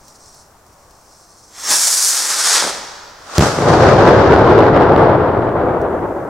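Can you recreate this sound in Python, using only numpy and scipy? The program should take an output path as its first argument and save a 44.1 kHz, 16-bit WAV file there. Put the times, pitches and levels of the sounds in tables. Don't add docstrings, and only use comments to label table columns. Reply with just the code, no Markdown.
import sys
import numpy as np
from scipy import signal
from scipy.fft import rfft, irfft, next_fast_len
from scipy.io import wavfile
from scipy.ndimage import map_coordinates

SR = 44100
rng = np.random.default_rng(int(sys.argv[2]) if len(sys.argv) > 2 else 0)


def dump(signal):
    limited = np.clip(np.atleast_2d(signal).T, -1, 1)
    pcm = np.round(limited * 32767).astype(np.int16)
    wavfile.write(sys.argv[1], SR, pcm)


N = 277388
LIFTOFF_S, BURNOUT_S = 1.685, 2.58


def clock():
    return np.arange(N) / SR


def amp(db):
    return 10 ** (np.asarray(db) / 20)


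def unit(x):
    return x / np.sqrt(np.mean(x ** 2) + 1e-20)


def along(points, hz):
    f, value = np.transpose(points)
    return np.interp(np.log(hz + 1), np.log(f + 1), value)


def envelope(start, end, rise, fall):
    t = clock()
    return amp(-rise * np.maximum(start - t, 0) - fall * np.maximum(t - end, 0))


def level_curve(rows, fade_s):
    s, db = np.transpose(rows)
    t = clock()
    outside = np.abs(t - np.clip(t, s[0], s[-1]))
    return amp(np.interp(t, s, db)) * np.exp(-outside / fade_s)


def wobble(rate):
    knots = rng.standard_normal(int(N * rate / SR) + 4)
    return map_coordinates(knots, [np.arange(N) * rate / SR])


def filtered(x, response):
    m = next_fast_len(N + SR // 2)
    hz = np.fft.rfftfreq(m, 1 / SR)
    return irfft(rfft(x, m) * response(hz), m)[..., :N]


def pan(left_db):
    return amp(np.array([[left_db], [-left_db]]) / 2)


def noise(spectrum, stereo):
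    f, alike, left_db = np.transpose(stereo)
    m = next_fast_len(N)
    hz = np.fft.rfftfreq(m, 1 / SR)
    turn = np.arccos(np.clip(along(np.c_[f, alike], hz), -.9, .995)) / 2
    coloured = rfft(rng.standard_normal((2, m))) * amp(along(spectrum, hz))
    mid, side = coloured * [np.cos(turn), np.sin(turn)]
    balance = amp(along(np.c_[f, left_db], hz) * np.array([[1], [-1]]) / 2)
    return unit(irfft(np.array([mid + side, mid - side]) * balance, m)[:, :N])


def receding(x, start, air_db, power):
    hz, t, z = signal.stft(x, SR, nperseg=512)
    loss = amp(-air_db * np.maximum(t - start, 0) * (hz[:, None] / 1000) ** power)
    return signal.istft(z * loss, SR, nperseg=512)[1][:, :N]


# (frequency [Hz], density [dB per Hz])
AMBIENT_SPECTRUM = [(20, 0), (90, -0.5), (220, -7.5), (480, -5.5), (700, -3.5), (1150, -5), (1450, -10),
                    (2000, -17.5), (3000, -24), (7000, -20), (16000, -26)]
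# (time [s], depth [dB], half width at 1/e of the depth [s])
LULLS = [(1.48, 2, 0.4), (2.25, 10.5, 0.26), (2.16, 17.5, 0.089)]
# (frequency [Hz], left-right likeness, left minus right [dB])
FAR_STEREO = [(100, .99, 1.2), (400, 0.94, 1.4), (1000, 0.84, 1.9), (2440, 0.46, 0.94), (4000, 0.074, 1.3),
              (5500, 0.3, 1.5), (9820, -0.32, 0.41), (15000, 0.37, 0)]


def countryside(level_db=-47.5):
    dip_db = sum(db * np.exp(-((clock() - s) / width) ** 2) for s, db, width in LULLS)
    return amp(level_db - dip_db + 0.68 * wobble(1.8)) * noise(AMBIENT_SPECTRUM, FAR_STEREO)


def reeds(x, share=0.83, spread_s=.006, count=14):
    lags = rng.uniform(0.14, 1, count) * spread_s * SR
    signs = rng.choice([-1, 1], count)
    reflections = sum(sign * np.roll(x, int(lag), axis=1) for sign, lag in zip(signs, lags))
    return unit(x + share * unit(reflections))


# (start [s], end [s], level [dB])
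FUSE_FLARES = [(0.0, 0.06, -55), (0.085, 0.084, -46.5), (0.162, 0.223, -49.5), (0.26, 0.392, -47),
               (0.68, 0.88, -58.5), (0.91, 1.06, -54.5), (1.11, 1.504, -50)]
# (frequency [Hz], density [dB per Hz])
FIZZ_SPECTRUM = [(2000, -40), (3300, -21), (4500, -4), (5600, 3.5), (7000, -3.5), (8500, -3.5),
                 (10500, -13), (13000, -26), (16000, -30.5)]
# (frequency [Hz], left-right likeness, left minus right [dB])
NEAR_STEREO = [(100, 0.9, 1.5), (1600, 1, 0), (3040, 0.97, -1), (3900, 0.8, 2), (6500, 0.95, -2.5),
               (9000, 0.69, 5), (10500, 0.81, -2.5), (14030, 0.97, -1)]


def fuse(smoulder_db=-63, rise=260, fall=129.5):
    flares = [amp(db) * envelope(start, end, rise, fall) for start, end, db in FUSE_FLARES]
    smoulder = amp(smoulder_db) * envelope(0, LIFTOFF_S, rise, fall)
    level = np.linalg.norm(flares + [smoulder], axis=0)
    flicker = unit(amp(1.3 * wobble(45) + 1.1 * wobble(600)))
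    return level * flicker * reeds(noise(FIZZ_SPECTRUM, NEAR_STEREO))


# (time [s], level before the common trim [dB])
TICKS = [(0.0812, -31.5), (0.3455, -33.5), (0.665, -43), (0.908, -37.5), (5.816, -35.5)]


def ticks(life_s=.005, trim_db=-8):
    t = clock()
    snaps = sum(amp(db + trim_db) * (t >= s) * np.exp(-np.abs(t - s) / life_s) for s, db in TICKS)
    spectrum = [(500, -5.5), (2500, -13), (5500, 2.5), (10000, -9.5), (16000, -6.5)]
    return snaps * noise(spectrum, NEAR_STEREO)


# (time [s], level [dB])
JET_HISS = [(1.5, -55), (1.614, -33.5), (1.685, -26), (1.71, -14.5), (1.85, -15.5), (2.08, -12.5),
            (2.14, -18), (2.36, -16.5), (2.56, -9), (2.65, -18), (2.78, -32)]
# (time [s], roar level [dB], low rush level [dB])
PUFFS = [(1.715, -21, -31), (2.65, -28.5, -25.5), (2.745, -36.5, -33.5)]
# (frequency [Hz], density [dB per Hz])
HISS_SPECTRUM = [(1500, -42), (3000, -19.5), (3600, -16), (4400, -4), (5500, 0.5), (7500, -0.5),
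                 (9000, -1.5), (11000, -8), (13000, -15), (16000, -25.5)]
ROAR_SPECTRUM = [(200, -35), (450, -11.5), (800, -3.5), (1200, 0), (1700, -0.5), (2400, -6), (2950, -9),
                 (3500, -2), (5000, -6), (9000, -34)]
LOW_RUSH_SPECTRUM = [(40, -29.5), (110, -19.5), (180, -8.5), (330, -1.5), (550, 0), (900, -4),
                     (2000, -36.5)]
# (time [s], lag [ms])
GROUND_LAG = [(1.6, 0.91), (1.9, 1.42), (2.0, 2.1), (2.1, 5.4), (2.2, 7.5), (2.3, 8.3), (2.53, 10.7),
              (2.7, 10.5)]


def motor(bounce=0.28, ground_hz=3500, turn_power=3.8):
    hiss = level_curve(JET_HISS, fade_s=0.033)
    thrust = envelope(LIFTOFF_S, BURNOUT_S, rise=119.5, fall=113)
    turned = np.clip((clock() - LIFTOFF_S) / (BURNOUT_S - LIFTOFF_S), 0, 1) ** turn_power
    roar = thrust * amp(-28 + 13 * turned)
    low_rush = thrust * amp(-44.5 + 10 * turned)
    for s, roar_db, rush_db in PUFFS:
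        puff = envelope(s, s, rise=351.5, fall=132.5)
        roar = np.hypot(roar, amp(roar_db) * puff)
        low_rush = np.hypot(low_rush, amp(rush_db) * puff)
    lit = envelope(JET_HISS[0][0] + 0.035, N / SR, 300, 0)
    bright = receding(noise(HISS_SPECTRUM, NEAR_STEREO), start=2.12, air_db=0.3, power=1.625)
    lower = roar * noise(ROAR_SPECTRUM, NEAR_STEREO) + low_rush * noise(LOW_RUSH_SPECTRUM, NEAR_STEREO)
    sputter = unit(amp(1.1 * wobble(50) + 1 * wobble(400)))
    jet = (hiss * bright + lit * lower) * sputter
    n = np.arange(N)
    lag = np.interp(n / SR, *np.transpose(GROUND_LAG)) * SR / 1000
    soft = filtered(jet, lambda hz: 1 / (1 + (hz / ground_hz) ** 2))
    return jet + bounce * np.array([np.interp(n - lag, n, side) for side in soft])


# (frequency [Hz], time to fall by 60 dB [s])
WOOD_RING = [(150, 2), (1000, 2.67), (2500, 1.8), (5500, 1.58), (9000, 0.91), (14000, 0.84)]


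def wood(x, width=.5, count=14):
    out = np.zeros((2, N))
    edges = np.linspace(JET_HISS[0][0] * SR, (JET_HISS[-1][0] + .2) * SR, count).astype(int)
    for a, b in zip(edges, edges[1:]):
        hz, t, z = signal.stft(rng.standard_normal((2, SR + SR // 2)), SR, nperseg=256)
        decay = amp(-60 * t / along(WOOD_RING, hz)[:, None])
        mid, side = signal.istft(z * decay, SR, nperseg=256)[1]
        tail = np.array([mid + width * side, mid - width * side]) / np.linalg.norm(mid)
        answer = signal.fftconvolve(x[:, a:b].mean(axis=0)[None], tail, axes=1)
        out[:, a:a + answer.shape[1]] += answer
    return out


# (frequency [Hz], width [Hz], level [dB])
NOZZLE = [(5600, 220, -5.5), (6340, 200, -6.5), (7370, 34, -3)]


def ignition(level_db=-20.5, hold_s=0.098, rise=180, fall=90):
    def ring(f):
        return sum(amp(db) * 1j * f * w / (c * c - f * f + 1j * f * w) for c, w, db in NOZZLE)
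    whistle = unit(filtered(rng.standard_normal(N), ring))
    return amp(level_db) * envelope(LIFTOFF_S, LIFTOFF_S + hold_s, rise, fall) * whistle * pan(-1)


# (time [s], level [dB])
COUGHS = [(2.6251, -6.5), (2.642, -7), (2.651, -12), (2.677, -10), (2.706, -10.5)]


def burnout(half_ms=0.28):
    t = clock()
    out = np.zeros(N)
    for s, db in COUGHS:
        near = slice(round(s * SR) - SR // 100, round(s * SR) + SR // 100)
        u = (t[near] - s) * 1000 / half_ms
        out[near] += amp(db) * (u * u - 1) * np.exp(-u * u / 2)
    return out


# (start [s], end [s], level [dB], rise [dB/s], fall [dB/s])
BRIGHT_RUSHES = [(3.35, 3.37, -27.5, 127, 300), (3.356, 3.382, -22.5, 1800, 903),
                 (3.406, 3.445, -17, 2200, 65.5)]
# (frequency [Hz], density [dB per Hz])
SCATTER_SPECTRUM = [(60, -24), (220, -14.5), (400, -9), (700, -4.5), (1400, -2.5), (2200, -14.5),
                    (2900, -15), (5500, -11.5), (8000, -16.5), (11000, -27.5), (16000, -44)]


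def swell():
    rushes = [amp(db) * envelope(start, end, rise, fall) for start, end, db, rise, fall in BRIGHT_RUSHES]
    grain = unit(amp(0.99 * wobble(300)))
    return np.linalg.norm(rushes, axis=0) * grain * noise(SCATTER_SPECTRUM, FAR_STEREO) * pan(-1.3)


# (time [s], level [dB])
SHOCKS = [(3.3819, 8.5), (3.3937, 9), (3.4086, 6.5), (3.4238, 7.5), (3.4301, -2), (3.4352, 2.5),
          (3.5873, 2.5), (3.622, 2.5), (4.241, 5.5), (4.322, 8), (4.362, 7.5), (4.475, 4.5), (4.589, 6),
          (4.606, 6.5), (4.7745, 8), (4.963, 6.5), (5.492, -6)]


def snap(level_db=7, ring_hz=4800, life_s=0.0002, lead_s=0.00024, again_s=0.0012, again_db=-5):
    def ring(start):
        t = np.maximum(clock() - start, 0)
        return -np.exp(-t / life_s) * np.sin(2 * np.pi * ring_hz * t)
    front = SHOCKS[0][0] - lead_s
    return amp(level_db) * (ring(front) + amp(again_db) * ring(front + again_s))


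def salute(rebound_after=2.25, rebound=0.8, crack=0.19, crack_s=0.00065, low_cut_hz=55):
    def blast(u):
        return (u >= 0) * (1 - u) * np.exp(-np.abs(u))

    def aged(delay, direct, late, over_s):
        return late + (direct - late) * np.exp(-(delay / over_s) ** 2)

    t = np.arange(SR // 20) / SR
    out = np.zeros((2, N))
    for s, db in SHOCKS:
        delay = s - SHOCKS[0][0]
        push_ms = aged(delay, direct=1.85, late=0.52, over_s=0.045)
        bright_hz = aged(delay, direct=11000, late=1300, over_s=0.022)
        u = 1000 * t / push_ms
        wave = blast(u) - rebound * blast(u - rebound_after)
        front = crack * np.exp(-t / crack_s) * rng.standard_normal((2, len(t)))
        dulling = signal.butter(2, min(bright_hz, SR / 2 - 1), fs=SR)
        start = round(s * SR)
        out[:, start:start + len(t)] += amp(db) * signal.lfilter(*dulling, wave + front)
    return signal.lfilter(*signal.butter(1, low_cut_hz, "high", fs=SR), out)


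# (first echo [s], last echo [s], level [dB], fade [dB/s])
ANSWERING_LAND = [(3.429, 3.453, -15.5, 135), (3.7, 3.748, -9, 201), (3.82, 5.053, -8.5, 18),
                  (5.254, 5.26, -18, 114), (5.573, 5.794, -17, 13.5)]
# (frequency [Hz], density [dB per Hz])
RUMBLE_SPECTRUM = [(100, -20), (220, -8.5), (350, 1), (550, 0), (1000, -5.5), (1500, -10.5), (2000, -18),
                   (2600, -24.5), (5000, -22), (7000, -25.5), (10000, -31.5), (16000, -53)]
BOOM_SPECTRUM = [(20, -27), (45, -20.5), (75, -6.5), (115, -0.5), (180, -4), (280, -17), (600, -47),
                 (2000, -87)]


def echo(rumble_db=1.0, boom_db=-6.0, lumps_db=1.0, grain_db=1.0, boom_lumps_db=1.0):
    answers = [amp(db) * envelope(first, last, 95, fade) for first, last, db, fade in ANSWERING_LAND]
    roll = np.linalg.norm(answers, axis=0) * envelope(ANSWERING_LAND[0][0], N / SR, 1500, 0)
    lumps = amp(lumps_db * wobble(35) + grain_db * wobble(220))
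    crowd = noise(RUMBLE_SPECTRUM, FAR_STEREO) * lumps
    crowd = unit(receding(crowd, start=SHOCKS[0][0], air_db=1.32, power=1.463))
    deep = receding(noise(BOOM_SPECTRUM, FAR_STEREO), start=SHOCKS[0][0], air_db=17.5, power=0.87)
    boom = unit(deep * amp(boom_lumps_db * wobble(22)))
    return roll * (amp(rumble_db) * crowd + amp(boom_db) * boom)


def scene():
    rocket = ignition() + motor() + burnout()
    launch = fuse() + ticks() + rocket + amp(-12.5) * wood(rocket)
    burst = swell() + snap() + salute() + echo()
    return countryside() + launch + burst


def record(dry, top_hz=15900):
    return filtered(np.clip(dry, -1, 1), lambda hz: hz < top_hz)


dry = scene()
out = record(dry)
dump(out)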